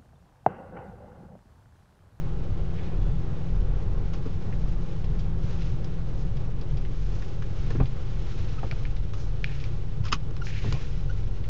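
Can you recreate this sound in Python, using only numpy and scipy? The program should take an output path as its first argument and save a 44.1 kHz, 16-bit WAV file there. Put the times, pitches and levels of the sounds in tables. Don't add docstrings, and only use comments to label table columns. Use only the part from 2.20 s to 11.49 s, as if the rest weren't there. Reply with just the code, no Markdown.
import sys
import numpy as np
from scipy import signal
from scipy.fft import rfft, irfft, next_fast_len
from scipy.io import wavfile
from scipy.ndimage import uniform_filter1d

SR = 44100
rng = np.random.default_rng(int(sys.argv[2]) if len(sys.argv) > 2 else 0)


def persist_wave(psi):
    counts = np.round(np.clip(psi, -1, 1) * 32767).astype(np.int16)
    wavfile.write(sys.argv[1], SR, np.atleast_2d(counts).T)


N = 409688
TIME = np.arange(N) / SR


def undb(db):
    return 10 ** (np.asarray(db) / 20)


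def unit(x):
    return x / np.sqrt(np.mean(x ** 2) + 1e-18)


def seconds(length):
    return np.arange(length) / SR


def curves(table):
    s, *columns = np.transpose(table)
    return [np.interp(TIME, s, column) for column in columns]


def walk(rate):
    k = int(SR / rate)
    steps = np.repeat(rng.uniform(-1, 1, size=4096)[:N // k + 1], k)
    smooth = uniform_filter1d(uniform_filter1d(steps, k), k)
    return unit(smooth[:N])


def grain(length, size):
    return unit(uniform_filter1d(rng.standard_normal(length), size=size))


def noise(colour, size=N):
    hz, db = np.transpose(colour)
    n = next_fast_len(size)
    log_f = np.log(np.maximum(np.fft.rfftfreq(n, 1 / SR), 1))
    beyond = np.abs(log_f - np.clip(log_f, np.log(hz[0]), np.log(hz[-1])))
    gain = undb(np.interp(log_f, np.log(hz), db)) * np.exp(-2 * beyond)
    white = rng.standard_normal(n)
    return unit(irfft(rfft(white) * gain, n)[:size])


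def steady(x, span_s):
    local_power = uniform_filter1d(x ** 2, max(int(span_s * SR), 2))
    return x / np.sqrt(local_power + 1e-9)


def add(out, s, sound):
    i = int(s * SR)
    out[i:i + len(sound)] += sound[:N - i]


def fade(t, t60):
    return np.exp(-np.log(1000) * t / t60)


def resonate(x, modes, strength):
    lifted = 0
    for hz, width_hz, db in modes:
        b, a = signal.iirpeak(hz, hz / width_hz, fs=SR)
        lifted = lifted + (undb(db) - 1) * signal.lfilter(b, a, x)
    return x + strength * lifted


# time in seconds, firing rate in Hz before a small waver, level in dB before an overall trim.
ENGINE_CURVE = [(0, 40.69, -38.5), (.8, 41.55, -33), (1.5, 41.49, -36.5), (2.1, 40.64, -33.5),
                (2.8, 42.64, -35.5), (3.5, 40.7, -33.5), (4.3, 42.57, -43), (5.1, 43.1, -41.5),
                (5.85, 33.74, -45), (9.29, 33.19, -47.5)]
# multiple of the firing rate, average level in dB when pulling, average level in dB near idle.
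ENGINE_ORDERS = [(1, 5, 2), (1.5, -11.5, -7), (2, -4, 0.5), (2.5, -7.5, -9), (3, -5.5, 3.5),
                 (3.5, -12, -4.5), (4, 0.5, -2.5), (4.5, -17, -9), (5, -18, -14), (6, -18.5, -10.5),
                 (8, -19, -20.5)]
PULL_HZ, IDLE_HZ = 40.4, 34


def engine(level_db=-2, waver_db=2.0):
    hz, db = curves(ENGINE_CURVE)
    load = np.clip((hz - IDLE_HZ) / (PULL_HZ - IDLE_HZ), 0, 1)
    hz = hz * (1 + .008 * walk(16))
    phase = 2 * np.pi * np.cumsum(hz) / SR
    hum = 0
    for multiple, pull_db, idle_db in ENGINE_ORDERS:
        order_db = idle_db + load * (pull_db - idle_db) + waver_db * walk(12)
        start_phase = 2 * np.pi * rng.random()
        hum = hum + undb(order_db) * np.sin(multiple * phase + start_phase)
    return hum * undb(db + level_db)


# time in seconds, pitch in Hz before it drifts, level in dB before drift and an overall trim.
DRIVE_HUM_CURVE = [(0, 93, -45.5), (.8, 93.5, -40), (1.7, 89.5, -43), (2.5, 92, -41.5), (3.3, 91, -38),
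                   (4.2, 91, -47.5), (5.3, 95, -40), (5.9, 101, -39), (6.6, 98, -40.5), (7.5, 100, -41.5),
                   (8.2, 94, -40), (9.29, 95, -45)]


def drive_hum(level_db=-1, waver_db=2.5, wander=0.0075):
    hz, db = curves(DRIVE_HUM_CURVE)
    phase = 2 * np.pi * np.cumsum(hz * (1 + wander * walk(9))) / SR
    return np.sqrt(2) * np.sin(phase) * undb(db + level_db + waver_db * walk(7))


JOLT_RISE_S, BOOM_T60_S, RUMBLE_T60_S = 0.033, 0.7, 0.1


def jolt(start_s, hold_s, t60):
    t = TIME - start_s
    return np.clip(t / JOLT_RISE_S, 0, 1) * fade(np.maximum(t - JOLT_RISE_S - hold_s, 0), t60)


# frequency in Hz, relative strength in dB per Hz.
BOOM_COLOUR = [(13, -27.5), (20, -5), (26, -1), (31, -1), (36, -9), (42, 6.5), (46.5, -10.5), (54, -26),
               (80, -33.5)]
RUMBLE_COLOUR = [(40, -23), (58, -6), (74, -1.5), (82, -6.5), (91, -2), (99, -2.5), (108, 0.5), (119, -4),
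                 (130, 0), (146, -4.5), (158, -8.5), (174, -10.5), (190, -22.5), (260, -39)]
ROAR_COLOUR = [(130, -14), (205, 6), (240, -1.5), (275, -1.5), (380, -0.1), (455, -1.5), (560, -5.5),
               (650, -10.5), (810, -8.5), (930, -13), (1150, -14), (1450, -17.5), (2000, -24.5),
               (4000, -36.5)]
# frequency in Hz, width in Hz, lift in dB at full strength.
ROAR_PANELS = [(286.6, 20, 5), (338, 6.2, 4), (373.6, 16, 5), (449.5, 18, 4.5), (493, 7.7, 4.5),
               (545, 20, 4), (816, 16, 4), (1090, 38, 2.5)]
# start in seconds, body boom in dB, tyre rumble in dB, hold in seconds.
ROUGH_SPOTS = [(0.28, -26, -30, .03), (0.736, -27.5, -40.5, 0.17), (0.85, -36, -34, 0.13),
               (1.302, -23, -39, 0.1), (1.448, -27.5, -35.5, 0.28), (2.334, -26.5, -40, 0.16),
               (2.794, -35, -35, 0.15), (3.194, -30.5, -31.5, 0.049), (3.495, -30, -32.5, .03),
               (3.999, -32, -34, 0.29), (4.486, -24.5, -28, 0.034), (4.69, -29, -46, 0.15),
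               (5.366, -27.5, -33.5, 0.24), (5.55, -29, -28.5, 0.019), (5.929, -30, -36, 0.022),
               (6.174, -30, -33, 0.034), (6.487, -39, -37.5, 0.017), (6.59, -28, -55, 0.19),
               (7.022, -28, -51, 0.035), (7.475, -30.5, -35, 0.016), (7.755, -47, -29.5, 0.031),
               (8.405, -32, -29, 0.12), (8.685, -30.5, -36.5, 0.38)]
BOOM_DB, RUMBLE_DB = -33, -35
ROAR_DB, ROAR_FALL_DB_PER_S = -42.5, 0.5865


def road(patchy_db=1.0):
    boom_power, rumble_power = undb(BOOM_DB) ** 2, undb(RUMBLE_DB) ** 2
    for s, boom_db, rumble_db, hold_s in ROUGH_SPOTS:
        boom_power = boom_power + (undb(boom_db) * jolt(s, hold_s, BOOM_T60_S)) ** 2
        rumble_power = rumble_power + (undb(rumble_db) * jolt(s, hold_s, RUMBLE_T60_S)) ** 2
    body = steady(noise(BOOM_COLOUR), 0.099) * np.sqrt(boom_power)
    air = steady(noise(RUMBLE_COLOUR), .12) * np.sqrt(rumble_power)
    roar_db = ROAR_DB - ROAR_FALL_DB_PER_S * TIME + patchy_db * walk(22)
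    tread = unit(resonate(noise(ROAR_COLOUR), ROAR_PANELS, strength=0.78)) * undb(roar_db)
    return body + air + tread


# start in
# seconds, level in dB, pitch in Hz where the blow is strongest, # time in seconds for the crowded modes to fade
# by 60 dB.
KNOCKS = [(2.055, -34.5, 440, 0.12), (2.056, -44, 266, 0.17), (5.505, -33, 450, 0.11),
          (5.504, -40, 1765, 0.075), (5.551, -29, 340, 0.11), (5.555, -46.5, 1650, .09),
          (5.583, -34, 300, 0.11), (5.598, -27, 262, 0.12), (5.599, -27, 435, 0.082),
          (5.601, -31, 780, 0.055), (5.601, -33, 1290, 0.065), (5.602, -41.5, 2500, 0.075),
          (5.606, -24.5, 127, 0.17), (5.619, -38, 1200, 0.062), (6.431, -30.5, 826, 0.048),
          (6.431, -40, 1800, .03), (6.436, -33.5, 1210, 0.035), (6.443, -31, 531, 0.07),
          (6.465, -45.5, 1580, .06), (6.521, -35, 1400, 0.035), (7.928, -34, 380, 0.096),
          (8.443, -35, 418, 0.15), (8.444, -32.5, 206, 0.16), (8.441, -42, 1037, 0.12),
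          (8.475, -34, 380.5, 0.065), (8.518, -32.5, 418, 0.11), (8.535, -34, 134, 0.27),
          (8.548, -43.5, 1060, 0.19)]
# multiple of the knock's pitch, relative strength in dB per Hz.
PANEL_COLOUR = [(.15, -15.5), (.4, 3.5), (.75, -0.5), (1, -0.5), (1.5, -19.5), (2.6, -21.5), (4, -23),
                (7, -28), (16, -49)]
# frequency in Hz, relative level in dB, time in seconds to fade by 60 dB.
DASH_MODES = [(127, 8.5, 0.26), (160, -8.5, 0.16), (266, 3.5, 0.14), (355, -2.5, 0.18), (441, -2, 0.11),
              (794, 0.5, 0.087)]


def knocks(rise_s=0.0013, ring_db=1, dash_db=-6, reach=0.62, padding_hz=2600):
    out, t = np.zeros(N), seconds(SR // 4)
    for s, db, hz, t60 in KNOCKS:
        colour = [(hz * multiple, d) for multiple, d in PANEL_COLOUR]
        crowd = steady(noise(colour, size=len(t)), 0.032) * fade(t, t60)
        mode = undb(ring_db) * np.sin(2 * np.pi * hz * t) * fade(t, t60 * 2 / 3)
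        dash = 0
        for f, d, ring_t60 in DASH_MODES:
            nearness = np.exp(-(np.log2(f / hz) / reach) ** 2 / 2)
            dash = dash + undb(d + dash_db) * nearness * np.sin(2 * np.pi * f * t) * fade(t, ring_t60)
        add(out, s, undb(db) * (crowd + mode + dash) * (1 - np.exp(-t / rise_s)))
    padding = signal.butter(2, padding_hz, fs=SR, output="sos")
    return signal.sosfilt(padding, out)


# start in seconds, peak in dB before the force setting, treble in dB, which sets the brightness.
TICKS = [(2.3255, -41.5, -71), (2.8424, -49.5, -51), (2.9916, -45, -43.5), (3.419, -41, -44),
         (3.6435, -43.5, -39), (4.168, -51.5, -52), (4.4116, -51, -48), (4.5716, -46, -46),
         (4.6503, -42, -59), (5.0222, -44, -78), (5.221, -37, -76), (5.656, -40.5, -47), (6.5126, -24, -31),
         (6.6524, -31, -51), (6.7639, -50, -53), (6.9336, -58, -43), (7.2429, -17.5, -28.5),
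         (7.4006, -40.5, -43), (7.44, -32, -38), (7.882, -36, -38), (7.885, -33, -33), (8.269, -31, -47),
         (8.525, -29.5, -21), (9.2394, -45, -56)]
# frequency in Hz before a small random shift, level in dB before the tilt,
# time in seconds to fade by 60 dB.
PLASTIC_MODES = [(1400, -21.5, .014), (1720, -1.5, 0.007), (2380, 0, 0.012), (3240, -4.5, 0.0041),
                 (4360, -10.5, 0.0047), (5400, -15, 0.0035), (6400, -30.5, .004)]


def ticks(level_db=0.5, bright=0.88, tail_t60=0.08, force=1.14, chatter_db=-7, chatter_falls=0.89):
    out, t = np.zeros(N), seconds(SR // 8)
    middle_db = np.median(np.array(TICKS)[:, 1])
    for s, db, treble_db in TICKS:
        tilt_db = bright * (treble_db - db + 12.5)
        ring, colour, sign = 0, [], 1
        for hz, mode_db, t60 in PLASTIC_MODES:
            tilted_db = mode_db + tilt_db * np.log2(hz / 2400)
            colour.append((hz, tilted_db))
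            shifted_hz = hz * rng.normal(1, 0.022)
            ring = ring + sign * undb(tilted_db) * np.sin(2 * np.pi * shifted_hz * t) * fade(t, t60)
            sign = -sign
        ring = ring * (1 - np.exp(-t / 0.0002))
        chatter = noise(colour, size=len(t)) * fade(t, tail_t60)
        excess_db = db - middle_db
        snap = ring / np.abs(ring).max() + undb(chatter_db - chatter_falls * excess_db) * chatter
        add(out, s, undb(middle_db + force * excess_db + level_db) * snap)
    return out


# start in seconds, level in dB before the shell rings, rise in seconds,
# time in seconds to fade by 60 dB.
SCRAPES = [(1.933, -44.5, 0.0017, .09), (2.054, -49.5, 0.004, 0.13), (5.022, -47, .001, 0.036),
           (5.222, -46, .001, .035), (5.503, -43, .0007, .05), (6.935, -44, 0.0005, 0.054),
           (7.437, -53, 0.0062, 0.15), (7.837, -47, 0.0032, 0.11), (7.851, -37.5, 0.0012, 0.047),
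           (7.861, -41, .002, 0.1), (7.918, -30, 0.0016, 0.038), (7.9254, -20, 0.00089, 0.04),
           (7.932, -27.5, 0.001, 0.027), (7.94, -34, 0.00081, 0.068), (8.108, -48, 0.00044, 0.014),
           (8.166, -38, .0004, 0.013), (8.525, -28, 0.00026, 0.013)]
# frequency in Hz, relative strength in dB per Hz.
SCRAPE_COLOUR = [(300, -9.5), (750, -17.5), (1050, 2), (1400, 0.5), (1700, -1.5), (2400, -3), (3000, -2.5),
                 (3500, -3), (5200, -8), (6200, -7.5), (7500, -20)]
# frequency in Hz, width in Hz before extra damping, strength in dB before scaling or tilt.
SHELL_MODES = [(1030, 90, 6), (1119, 45, 9.5), (1236, 40, 7), (1305, 40, 8.5), (1400, 40, 8), (2370, 45, 4),
               (2522, 46, 8.5), (2860, 55, 7), (3040, 70, 4.5), (3305, 70, 4), (3965, 55, 2.5),
               (4528, 45, 3.5), (4883, 40, 6), (5113, 55, 10.5), (5320, 40, 6), (6450, 70, 5),
               (7050, 80, 4)]


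def scrapes(grit_db=3):
    out, t = np.zeros(N), seconds(SR // 4)
    for s, db, rise_s, t60 in SCRAPES:
        catches = undb(grit_db * grain(len(t), size=60))
        friction = steady(noise(SCRAPE_COLOUR, size=len(t)) * catches, 0.0059)
        add(out, s, undb(db) * friction * (1 - np.exp(-t / rise_s)) * fade(t, t60))
    return resonate(out, SHELL_MODES, strength=0.92)


# start in seconds, level in dB over the first 5 ms.
CLACKS = [(7.8525, -49), (7.9249, -26.5), (7.9274, -25), (7.9395, -36)]


def clacks(tilt_db=-2.5, damping=2.0):
    out, t = np.zeros(N), seconds(SR // 8)
    for s, db in CLACKS:
        ring = 0
        for hz, width_hz, d in SHELL_MODES:
            gain = undb(d + tilt_db * np.log2(hz / 1000))
            tone = np.sin(2 * np.pi * (hz * t + rng.random()))
            ring = ring + gain * tone * np.exp(-np.pi * width_hz * damping * t)
        add(out, s, undb(db) * ring / ring[:SR // 200].std())
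    return out


# middle in seconds, level in dB before an overall trim, pitch in Hz, half length in seconds,
# roughness from 0 to 1, rise of pitch per second as a share.
SQUEAKS = [(0.613, -56, 3410, 0.035, 0.012, 0.5), (0.89, -60, 3460, 0.125, 0.02, 0),
           (6.39, -35.5, 1280, 0.0076, 0.06, 0), (8.2215, -30, 1410, 0.0052, 0.05, -0.5),
           (8.227, -38, 1400, 0.0046, 0, 3), (8.901, -33, 1453, 0.0049, .03, 7),
           (8.911, -38, 1490, 0.0038, 0, 1)]
# multiple of its pitch, relative level in dB.
SQUEAK_OVERTONES = [(1, -3), (2, -17), (3, -24), (4, -24)]


def squeaks(level_db=-2, flutter_db=2):
    out, t = np.zeros(N), np.arange(-SR // 2, SR // 2) / SR
    for s, db, hz, half_s, rough, glide in SQUEAKS:
        pitch_hz = hz * (1 + glide * t + rough * grain(len(t), size=50))
        phase = 2 * np.pi * np.cumsum(pitch_hz) / SR
        tone = sum(undb(d) * np.sin(multiple * phase) for multiple, d in SQUEAK_OVERTONES)
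        tone = tone * undb(flutter_db * grain(len(t), size=120))
        add(out, s + t[0], undb(db + level_db) * tone * np.exp(-(t / half_s) ** 2))
    return out


# start in seconds, level in dB before the rustle is mixed, length in seconds.
RUBS = [(0.552, -53.5, 0.16), (7.255, -50, 0.17), (8.268, -47, 0.36)]
# frequency in Hz, relative strength in dB per Hz.
RUB_COLOUR = [(1200, -23.5), (1700, 2), (2050, -1), (2450, 3), (3100, -5.5), (4200, -9.5), (6500, -28)]


def rubs(grain_db=2.0, rise_s=0.0046):
    envelope = 0
    for s, db, length_s in RUBS:
        t = np.maximum(TIME - s, 0)
        envelope = envelope + undb(db) * (1 - np.exp(-t / rise_s)) * np.exp(-(t / length_s) ** 2)
    return noise(RUB_COLOUR) * envelope * undb(grain_db * walk(120))


# middle in seconds, swish in dB, hiss in dB (both before the rustle is mixed),
# half length in seconds.
SWELLS = [(2.5, -64.5, -67, 0.43), (3.389, -55.5, -60.5, 0.2), (3.998, -70, -63.5, 0.07),
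          (4.96, -60, -61.5, 0.29), (5.478, -56.5, -63, 0.31), (6.242, -54, -60.5, 0.56),
          (7.01, -59.5, -57, 0.068), (7.376, -55.5, -61.5, 0.21), (8.272, -55, -52, 0.044),
          (8.53, -52, -56, 0.27), (8.95, -63.5, -67, 0.54)]
# frequency in Hz, relative strength in dB per Hz.
SWISH_COLOUR = [(600, -14), (1100, -0.5), (1400, 3.5), (1700, 0.5), (2400, 1.5), (3300, 0.5), (4200, -3),
                (6000, -35.5)]
HISS_COLOUR = [(2500, -14.5), (4000, 0), (5200, 2.5), (6400, -0.5), (7400, -8), (9000, -22.5)]
SWISH_DB, HISS_DB = -59.5, -67


def swish(grain_db=1.28):
    swish_power, hiss_power = undb(SWISH_DB) ** 2, undb(HISS_DB) ** 2
    for s, swish_db, hiss_db, half_s in SWELLS:
        swell = np.exp(-((TIME - s) / half_s) ** 2)
        swish_power = swish_power + (undb(swish_db) * swell) ** 2
        hiss_power = hiss_power + (undb(hiss_db) * swell) ** 2
    both = noise(SWISH_COLOUR) * np.sqrt(swish_power) + noise(HISS_COLOUR) * np.sqrt(hiss_power)
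    return both * undb(grain_db * walk(70))


def cabin(x):
    response = np.zeros(SR // 40)
    lags = rng.integers(SR // 500, len(response), size=14)
    response[lags] = undb(-17) * rng.choice([-1, 1], size=14) * fade(lags / SR, .08)
    response[0] = 1
    return signal.fftconvolve(x, response / np.linalg.norm(response))[:N]


def scene():
    rustle = resonate(cabin(swish() + rubs()), SHELL_MODES, strength=0.13) * undb(-0.77)
    driving = engine() + drive_hum() + road()
    body_noises = knocks() + ticks() + squeaks()
    handling = scrapes() + clacks()
    return (driving + body_noises + handling + rustle)[None]


TOP_HZ = 7450
OFFSET = -.0535


def record(dry):
    treble_cut = signal.ellip(10, .2, 70, TOP_HZ, fs=SR, output="sos")
    return signal.sosfilt(treble_cut, dry) + OFFSET


dry = scene()
out = record(dry)
persist_wave(out)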